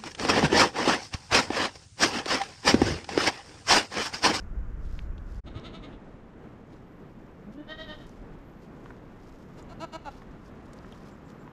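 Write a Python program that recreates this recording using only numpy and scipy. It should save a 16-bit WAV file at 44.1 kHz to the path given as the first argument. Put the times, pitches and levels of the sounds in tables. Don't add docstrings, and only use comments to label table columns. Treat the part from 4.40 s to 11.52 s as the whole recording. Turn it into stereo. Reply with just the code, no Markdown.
import sys
import numpy as np
from scipy import signal
from scipy.fft import rfft, irfft
from scipy.io import wavfile
from scipy.ndimage import uniform_filter1d

SR = 44100
rng = np.random.default_rng(int(sys.argv[2]) if len(sys.argv) > 2 else 0)


def wav_record(signal):
    frames = np.transpose(np.atleast_2d(signal))
    bounded = np.clip(frames, -1, 1)
    quanta = np.round(bounded * 32767).astype(np.int16)
    wavfile.write(sys.argv[1], SR, quanta)


N = 313992
TIME_S = np.arange(N) / SR
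FREQ_HZ = np.maximum(np.arange(N // 2 + 1) * SR / N, 1)
PASTURE_END_S, YARD_START_S = 1.009, 1.034

# (frequency [Hz], relative density [dB])
PASTURE_SPECTRUM = [(88, -25), (150, -4.5), (229, -9), (294, -13), (468, -16), (802, -22.5),
                    (1490, -22.5), (3090, -42), (4300, -51.5), (7200, -49.5), (9000, -63),
                    (12600, -56.5), (15000, -80)]
YARD_SPECTRUM = [(41, -28), (70, -1.5), (100, -0.5), (155, 4), (246, 2), (337, -1.5), (462, -4), (618, -9),
                 (1010, -13), (1820, -19.5), (3410, -32), (4800, -41), (7310, -44.5), (8950, -52),
                 (11200, -55), (12500, -73), (15000, -70)]
WIND_SPECTRUM = [(8.8, -65), (15, 6.5), (51, 5), (183, -19.5), (258, -22.5), (292, -27), (330, -19.5),
                 (400, -50), (520, -69), (880, -120)]
# (time [s], level [dB])
LOW_RUSH_LEVEL = [(1.04, -47), (1.5, -45), (2.0, -49), (3.3, -48), (7.12, -46.5)]
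MID_RUSH_LEVEL = [(1.04, -78), (4.2, -71.5), (5.6, -65), (7.12, -59)]
YARD_WIND_LEVEL = [(1.04, -37), (1.28, -49), (1.55, -49.5), (2.1, -58.5), (3.0, -55.5), (3.7, -48),
                   (4.2, -55), (6.2, -51), (7.12, -61)]
# (time [s], length [s], frequency [Hz], peak [dB])
BUFFETS = [(1.168, 0.011, 97, -27), (3.81, 0.052, 44, -38.5)]
# (time [s], length [s], level [dB])
# at 5.196 s, breathy hiss at the start of the third bleat; the rest are gravel scuffs
BURSTS = [(0.008, 0.06, -73.5), (0.518, 0.13, -69), (0.616, 0.056, -77), (0.947, 0.14, -73.5),
          (2.343, 0.089, -79.5), (3.143, 0.033, -76), (3.65, 0.21, -73.5), (4.235, 0.034, -76),
          (4.472, 0.12, -78), (4.854, 0.097, -78), (5.023, 0.35, -82.5), (5.196, 0.037, -70),
          (5.75, 0.11, -71), (6.06, 0.044, -72), (6.26, 0.032, -79), (6.457, 0.21, -76.5), (6.56, 0.1, -79),
          (6.666, 0.093, -74), (6.895, 0.041, -76)]
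# (centre [Hz], width [Hz], gain [dB])
GRAIN_MODES = [(3500, 3200, -2), (5150, 1870, -4), (6850, 2000, -8.5), (9700, 3000, -16.5),
               (12400, 1800, -18.5)]
# (time [s], peak [dB], centre [Hz], width [Hz], T60 [s])
CLICKS = [(0.5913, -29, 2660, 2310, 0.0011), (0.593, -47, 3340, 900, .002), (0.78, -48, 3300, 2000, 0.02),
          (1.198, -49, 5400, 2600, 0.0048), (3.669, -47, 5360, 4500, 0.0051),
          (3.694, -47.5, 5970, 3500, 0.0073), (5.225, -50, 7100, 800, 0.011),
          (6.333, -42.5, 4900, 7100, 0.028), (6.388, -46, 4600, 2000, 0.0088),
          (6.522, -52, 6000, 8000, 0.022), (6.524, -43.5, 3130, 400, 0.027)]
# (time [s], peak [dB], T60 [s])
FOOTFALLS = [(4.459, -38, 0.0083), (4.505, -36, .024), (5.819, -39, 0.024), (6.445, -39, 0.023),
             (7.077, -38, 0.0086)]
# (time [s], length [s], pitch [Hz], glide [Hz/s], level [dB], mouth opening [0-1],
# roughness [0-1])
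DISTANT_THROBS = [(1.078, 0.021, 320, 604, -47, 0.8, 0.31), (1.172, 0.037, 321.4, 749, -47.5, .92, 0.24),
                  (1.261, 0.035, 340.6, 550, -44.5, 0.99, 0.18), (1.353, 0.035, 330, 500, -46, 0.95, 0.17),
                  (1.444, 0.031, 308.6, 305, -48, 0.91, .24), (1.535, 0.036, 289, -200, -49, 0.52, .5)]
HOARSE_THROBS = [(3.092, .04, 208, 700, -41.5, .1, 0.1), (3.2, 0.046, 297.7, 445, -39, 0.49, 0.17),
                 (3.31, 0.037, 313.6, 196, -38.5, 0.93, 0.062), (3.411, 0.049, 317.3, 72, -39.5, 1, 0.15),
                 (3.508, 0.045, 307.6, -140, -40.5, 0.94, 0.11),
                 (3.605, .07, 286.4, -500, -50.5, 0.7, 0.91)]
CLOSE_THROBS = [(5.192, 0.03, 314.3, 300, -53, .98, .14), (5.313, .042, 328, 304, -48, 1, 0.19),
                (5.427, .046, 325.4, 403, -35.5, 0.84, 0.11), (5.547, 0.04, 324, 63, -37, .95, 0.173),
                (5.671, .043, 290.7, -950, -37, .48, 0.19)]
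# (centre [Hz], width [Hz], gain [dB])
BRIGHT_THROAT = [(320, 240, 0), (632, 190, -1.5), (1276, 120, 4), (2150, 170, -0.5), (2970, 550, -3.5),
                 (3730, 390, -0.5), (4100, 150, -8), (6600, 330, -17.5), (8150, 280, -24)]
NASAL_THROAT = [(284, 88, -6.5), (673, 103, 4), (1380, 420, -7), (1898, 74, 1.5), (3140, 200, -3),
                (3770, 190, -4.5), (4380, 170, -14), (5050, 480, -22.5), (6530, 480, -33)]
OPEN_THROAT = [(324, 93, -2.5), (780, 168, 7.5), (1386, 160, 1.5), (2280, 85, -8), (2840, 200, -6),
               (3600, 200, -12.5), (4240, 290, -9.5), (4850, 250, -17.5), (6060, 730, -21),
               (7230, 580, -20), (10100, 1000, -33), (13100, 900, -40)]


def undb(db):
    return 10 ** (np.asarray(db) / 20)


def unit(x):
    return x / np.sqrt(np.mean(x ** 2))


def curve(rows):
    return np.interp(TIME_S, *np.transpose(rows))


def swell(t, length_s, edge=2):
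    bell, near = np.zeros(len(t)), np.abs(t) < 2 * length_s
    bell[near] = 2 ** -(np.abs(2 * t[near] / length_s) ** edge)
    return bell


def pan(x, left_db):
    return undb(np.array([[left_db], [-left_db]]) / 2) * x


def add(out, start_s, x):
    i = int(start_s * SR)
    out[i:i + len(x)] += x[:max(N - i, 0)]


def bins_hz(size):
    return np.maximum(np.arange(size // 2 + 1) * SR / size, 1)


def resonance(f, hz, width_hz):
    return 1 / (1 + 1j * (f * f - hz * hz) / (f * width_hz))


def band(x, hz, width_hz):
    return irfft(rfft(x) * resonance(bins_hz(len(x)), hz, width_hz) ** 2, len(x))


def walk(rate_hz, size=N):
    step = max(int(SR / rate_hz), 1)
    return uniform_filter1d(np.repeat(rng.standard_normal(size // step + 1), step), step)[:size]


def air_noise(spectrum, side_db, apart_hz):
    hz, db = np.transpose(spectrum)
    gain = undb(np.interp(np.log(FREQ_HZ), np.log(hz), db))
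    side_share = np.minimum(undb(side_db) * np.sqrt(1 + FREQ_HZ / apart_hz), 1)
    mid, side = (irfft(rfft(rng.standard_normal(N)) * g, N) for g in (gain, gain * side_share))
    return (mid + side * np.array([[1], [-1]])) / np.std(mid)


def air_rush():
    pasture = air_noise(PASTURE_SPECTRUM, side_db=-13.5, apart_hz=1500) * undb(-50 + .5 * walk(4.7))
    low = air_noise(YARD_SPECTRUM, side_db=-23, apart_hz=437)
    low *= undb(curve(LOW_RUSH_LEVEL) + 1.2 * walk(13))
    mid_gain = undb(curve(MID_RUSH_LEVEL) + 1.2 * walk(18))
    mid = mid_gain * unit(band(rng.standard_normal(N), hz=1105, width_hz=580))
    return np.where(TIME_S < PASTURE_END_S, pasture, low + mid)


def wind():
    strong = air_noise(WIND_SPECTRUM, side_db=-11.5, apart_hz=500) * undb(-35 + 2.3 * walk(15.7))
    light = air_noise(WIND_SPECTRUM, side_db=-17, apart_hz=500) * undb(curve(YARD_WIND_LEVEL))
    thumps = sum(undb(db) * swell(TIME_S - at_s, length_s) * np.cos(2 * np.pi * hz * (TIME_S - at_s))
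                 for at_s, length_s, hz, db in BUFFETS)
    return np.where(TIME_S < PASTURE_END_S, strong, light) + thumps


def sizzle(start_s=1.6, attack_s=.49):
    fade = np.clip((TIME_S - start_s) / attack_s, 0, 1)
    flicker = undb(-97 + 3.5 * walk(6) + 2.2 * walk(90))
    hiss = unit(band(rng.standard_normal(N), hz=12500, width_hz=1600))
    return pan(fade * flicker * hiss, left_db=25)


def chirps(start_s=6.73, period_s=.142, length_s=.035, hz=7350, level_db=-71.5):
    notes = sum(swell(TIME_S - start_s - k * period_s, length_s) for k in range(3))
    pitch_hz = hz * (1 + .046 * walk(1500))
    return undb(level_db) * notes * np.sin(2 * np.pi * np.cumsum(pitch_hz) / SR)


def grains(rate_hz=420, spread_db=2.7):
    count = int(rate_hz * N / SR)
    strength = rng.choice([-1, 1], count) * undb(spread_db * np.minimum(rng.exponential(size=count), 4))
    return np.bincount(rng.integers(0, N, count), strength, N)


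def gravel_and_breath(shuffle_db=-88, rise_db_per_s=1.2):
    bursts = sum(undb(db) * swell(TIME_S - at_s, length_s) for at_s, length_s, db in BURSTS)
    shuffle = undb(shuffle_db + rise_db_per_s * TIME_S + 1.2 * walk(5.5))
    jerks = undb(2.6 * walk(140))
    texture = np.array([
        unit(sum(undb(db) * unit(band(grains(), hz, width_hz)) for hz, width_hz, db in GRAIN_MODES))
        for _ in range(3)])
    return pan((bursts + shuffle) * jerks * (texture[0] + 1.07 * texture[1:]), left_db=2.2)


def knock(peak_db, hz, width_hz, t60_s, size=4096):
    t = TIME_S[:size]
    contact = rng.standard_normal(size) * undb(-60 * t / t60_s) + 3 * (t == 0)
    soil = signal.butter(2, min(2 * hz, .45 * SR), fs=SR, output="sos")
    tick = signal.sosfilt(soil, band(contact, hz, width_hz))
    return undb(peak_db) * tick / np.abs(tick).max()


def stones_and_heels():
    out = np.zeros(N)
    for at_s, peak_db, hz, width_hz, t60_s in CLICKS:
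        add(out, at_s, knock(peak_db, hz, width_hz, t60_s))
    for at_s, peak_db, t60_s in FOOTFALLS:
        add(out, at_s, knock(peak_db, hz=1100, width_hz=870, t60_s=t60_s))
    return pan(out, left_db=2.5)


def yard_echo(x, wall_s, wall_db, tail_db, t60_s):
    t = TIME_S[:SR // 2]
    scatter = np.array([band(rng.standard_normal(len(t)), hz=2760, width_hz=6000) for _ in range(3)])
    scatter *= undb(-60 * t / t60_s) * (t > .012)
    scatter /= np.sqrt(np.sum(scatter ** 2, axis=1, keepdims=True))
    tail = signal.fftconvolve(x[None], scatter[0] + 1.3 * scatter[1:], axes=1)[:, :N]
    slap = np.interp(TIME_S - wall_s, TIME_S, band(x, hz=2570, width_hz=7000))
    return x + undb(wall_db) * slap + undb(tail_db) * tail


def throat_response(throat, shift, size):
    f = bins_hz(size)
    f = f / (1 + shift * np.clip(f / 1000 - 1, 0, 1))
    power = sum(np.abs(undb(db) * resonance(f, hz, width_hz) * resonance(f, hz, 3 * width_hz)) ** 2
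                for hz, width_hz, db in throat)
    cepstrum = irfft(np.log(power + 1e-8))
    cepstrum[0] /= 2
    return np.exp(rfft(cepstrum[:size // 2], size))


def vocal_folds(pitch_hz, rough, jitter=.058, shimmer_db=1.2):
    size = len(pitch_hz)
    f = bins_hz(size)
    orders = np.arange(1, 48)[:, None]
    pitch_hz = pitch_hz * (1 + jitter * rough * walk(300, size))
    phase = 2 * np.pi * np.cumsum(pitch_hz) / SR
    lag_rad = .8 * np.minimum(orders / 10, 1) ** 2 * rng.standard_normal(orders.shape)
    pulses = unit(np.sum(np.cos(orders * phase + lag_rad) * (orders * pitch_hz < SR / 2), axis=0))
    alternation = 1 + .45 * rough * np.cos(phase / 2)
    pulses *= undb(shimmer_db * walk(300, size)) * alternation * np.sqrt(1 - .8 * rough)
    breath = unit(rng.standard_normal(size) * (1.5 + np.cos(phase)))
    return rfft(pulses) + 2 * rfft(rough * breath) * f / (f + 2500)


def bleat(throbs, throat, sag, warble, edge, rise_db, muffle_db, dull_db, swing, size=8192):
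    out = np.zeros(N)
    t = (np.arange(size) - size // 2) / SR
    f = bins_hz(size)
    shut_loss_db = muffle_db * f ** 4 / (f ** 4 + 480 ** 4) + dull_db * f ** 2 / (f ** 2 + 2000 ** 2)
    low_rise_db = rise_db / (1 + (f / 1800) ** 4)
    for at_s, length_s, hz, glide_hz_per_s, db, mouth, roughness in throbs:
        progress = np.tanh(2 * t / length_s)
        rasp = .3 * swell(np.abs(t) - .48 * length_s, .4 * length_s)
        wobble = warble * mouth ** 2 * np.sin(2 * np.pi * t / length_s) * swell(t, 1.5 * length_s)
        droop = sag * (1 - swell(t, length_s))
        pitch_hz = (hz + glide_hz_per_s * length_s / 2 * progress) * (1 + wobble - droop)
        source = vocal_folds(pitch_hz, np.minimum(roughness + rasp, 1))
        lips = undb(-(1 - mouth) * shut_loss_db)
        shift = .008 * rng.standard_normal() - .08 * (1 - mouth)
        voice = np.zeros(size)
        for half in (-1, 1):
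            tract = undb(half * low_rise_db) * throat_response(throat, half * swing + shift, size)
            voice += (1 + half * progress) * irfft(source * lips * tract)
        voice /= np.std(voice[np.abs(t) < length_s / 2])
        add(out, at_s - size / 2 / SR, undb(db) * voice * swell(t, length_s, edge))
    return out


def goats():
    distant = bleat(DISTANT_THROBS, BRIGHT_THROAT, sag=.06, warble=.014, edge=2,
                    rise_db=0, muffle_db=27, dull_db=24, swing=.015)
    hoarse = bleat(HOARSE_THROBS, NASAL_THROAT, sag=.03, warble=.0059, edge=1.85,
                   rise_db=-.5, muffle_db=47.5, dull_db=38, swing=.0072)
    close = bleat(CLOSE_THROBS, OPEN_THROAT, sag=.045, warble=.024, edge=4.5,
                  rise_db=7, muffle_db=-4, dull_db=16, swing=-.01)
    distant = yard_echo(distant, wall_s=.021, wall_db=-23, tail_db=-15.5, t60_s=.18)
    hoarse = yard_echo(hoarse, wall_s=.032, wall_db=-8, tail_db=-12, t60_s=.14)
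    close = yard_echo(close, wall_s=.02, wall_db=-25, tail_db=-22, t60_s=1)
    return distant + hoarse + pan(close, left_db=2.3)


def scene(widen_start_s=3.54, widen_tau_s=1.37, side_db=2.5, gap_db=-43):
    outdoors = air_rush() + wind() + goats() + stones_and_heels() + gravel_and_breath()
    mid = outdoors.mean(axis=0)
    opening = 1 - np.exp(-np.maximum(TIME_S - widen_start_s, 0) / widen_tau_s)
    width = undb(side_db) * np.where(TIME_S < PASTURE_END_S, 1, opening + undb(-55))
    mix = mid + (outdoors - mid) * width + chirps() + sizzle()
    pasture_fade = np.clip((PASTURE_END_S - TIME_S) / .012, 0, 1) ** 2
    yard_fade = np.clip((TIME_S - YARD_START_S) / .03, 0, 1)
    return mix * np.maximum(pasture_fade + yard_fade, undb(gap_db))


def record(dry, fade_s=.002, cutoff_hz=15300):
    fade = np.minimum(np.minimum(TIME_S, TIME_S[-1] - TIME_S) / fade_s, 1)
    return signal.sosfilt(signal.ellip(10, .2, 80, cutoff_hz, fs=SR, output="sos"), dry * fade)


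dry = scene()
out = record(dry)
wav_record(out)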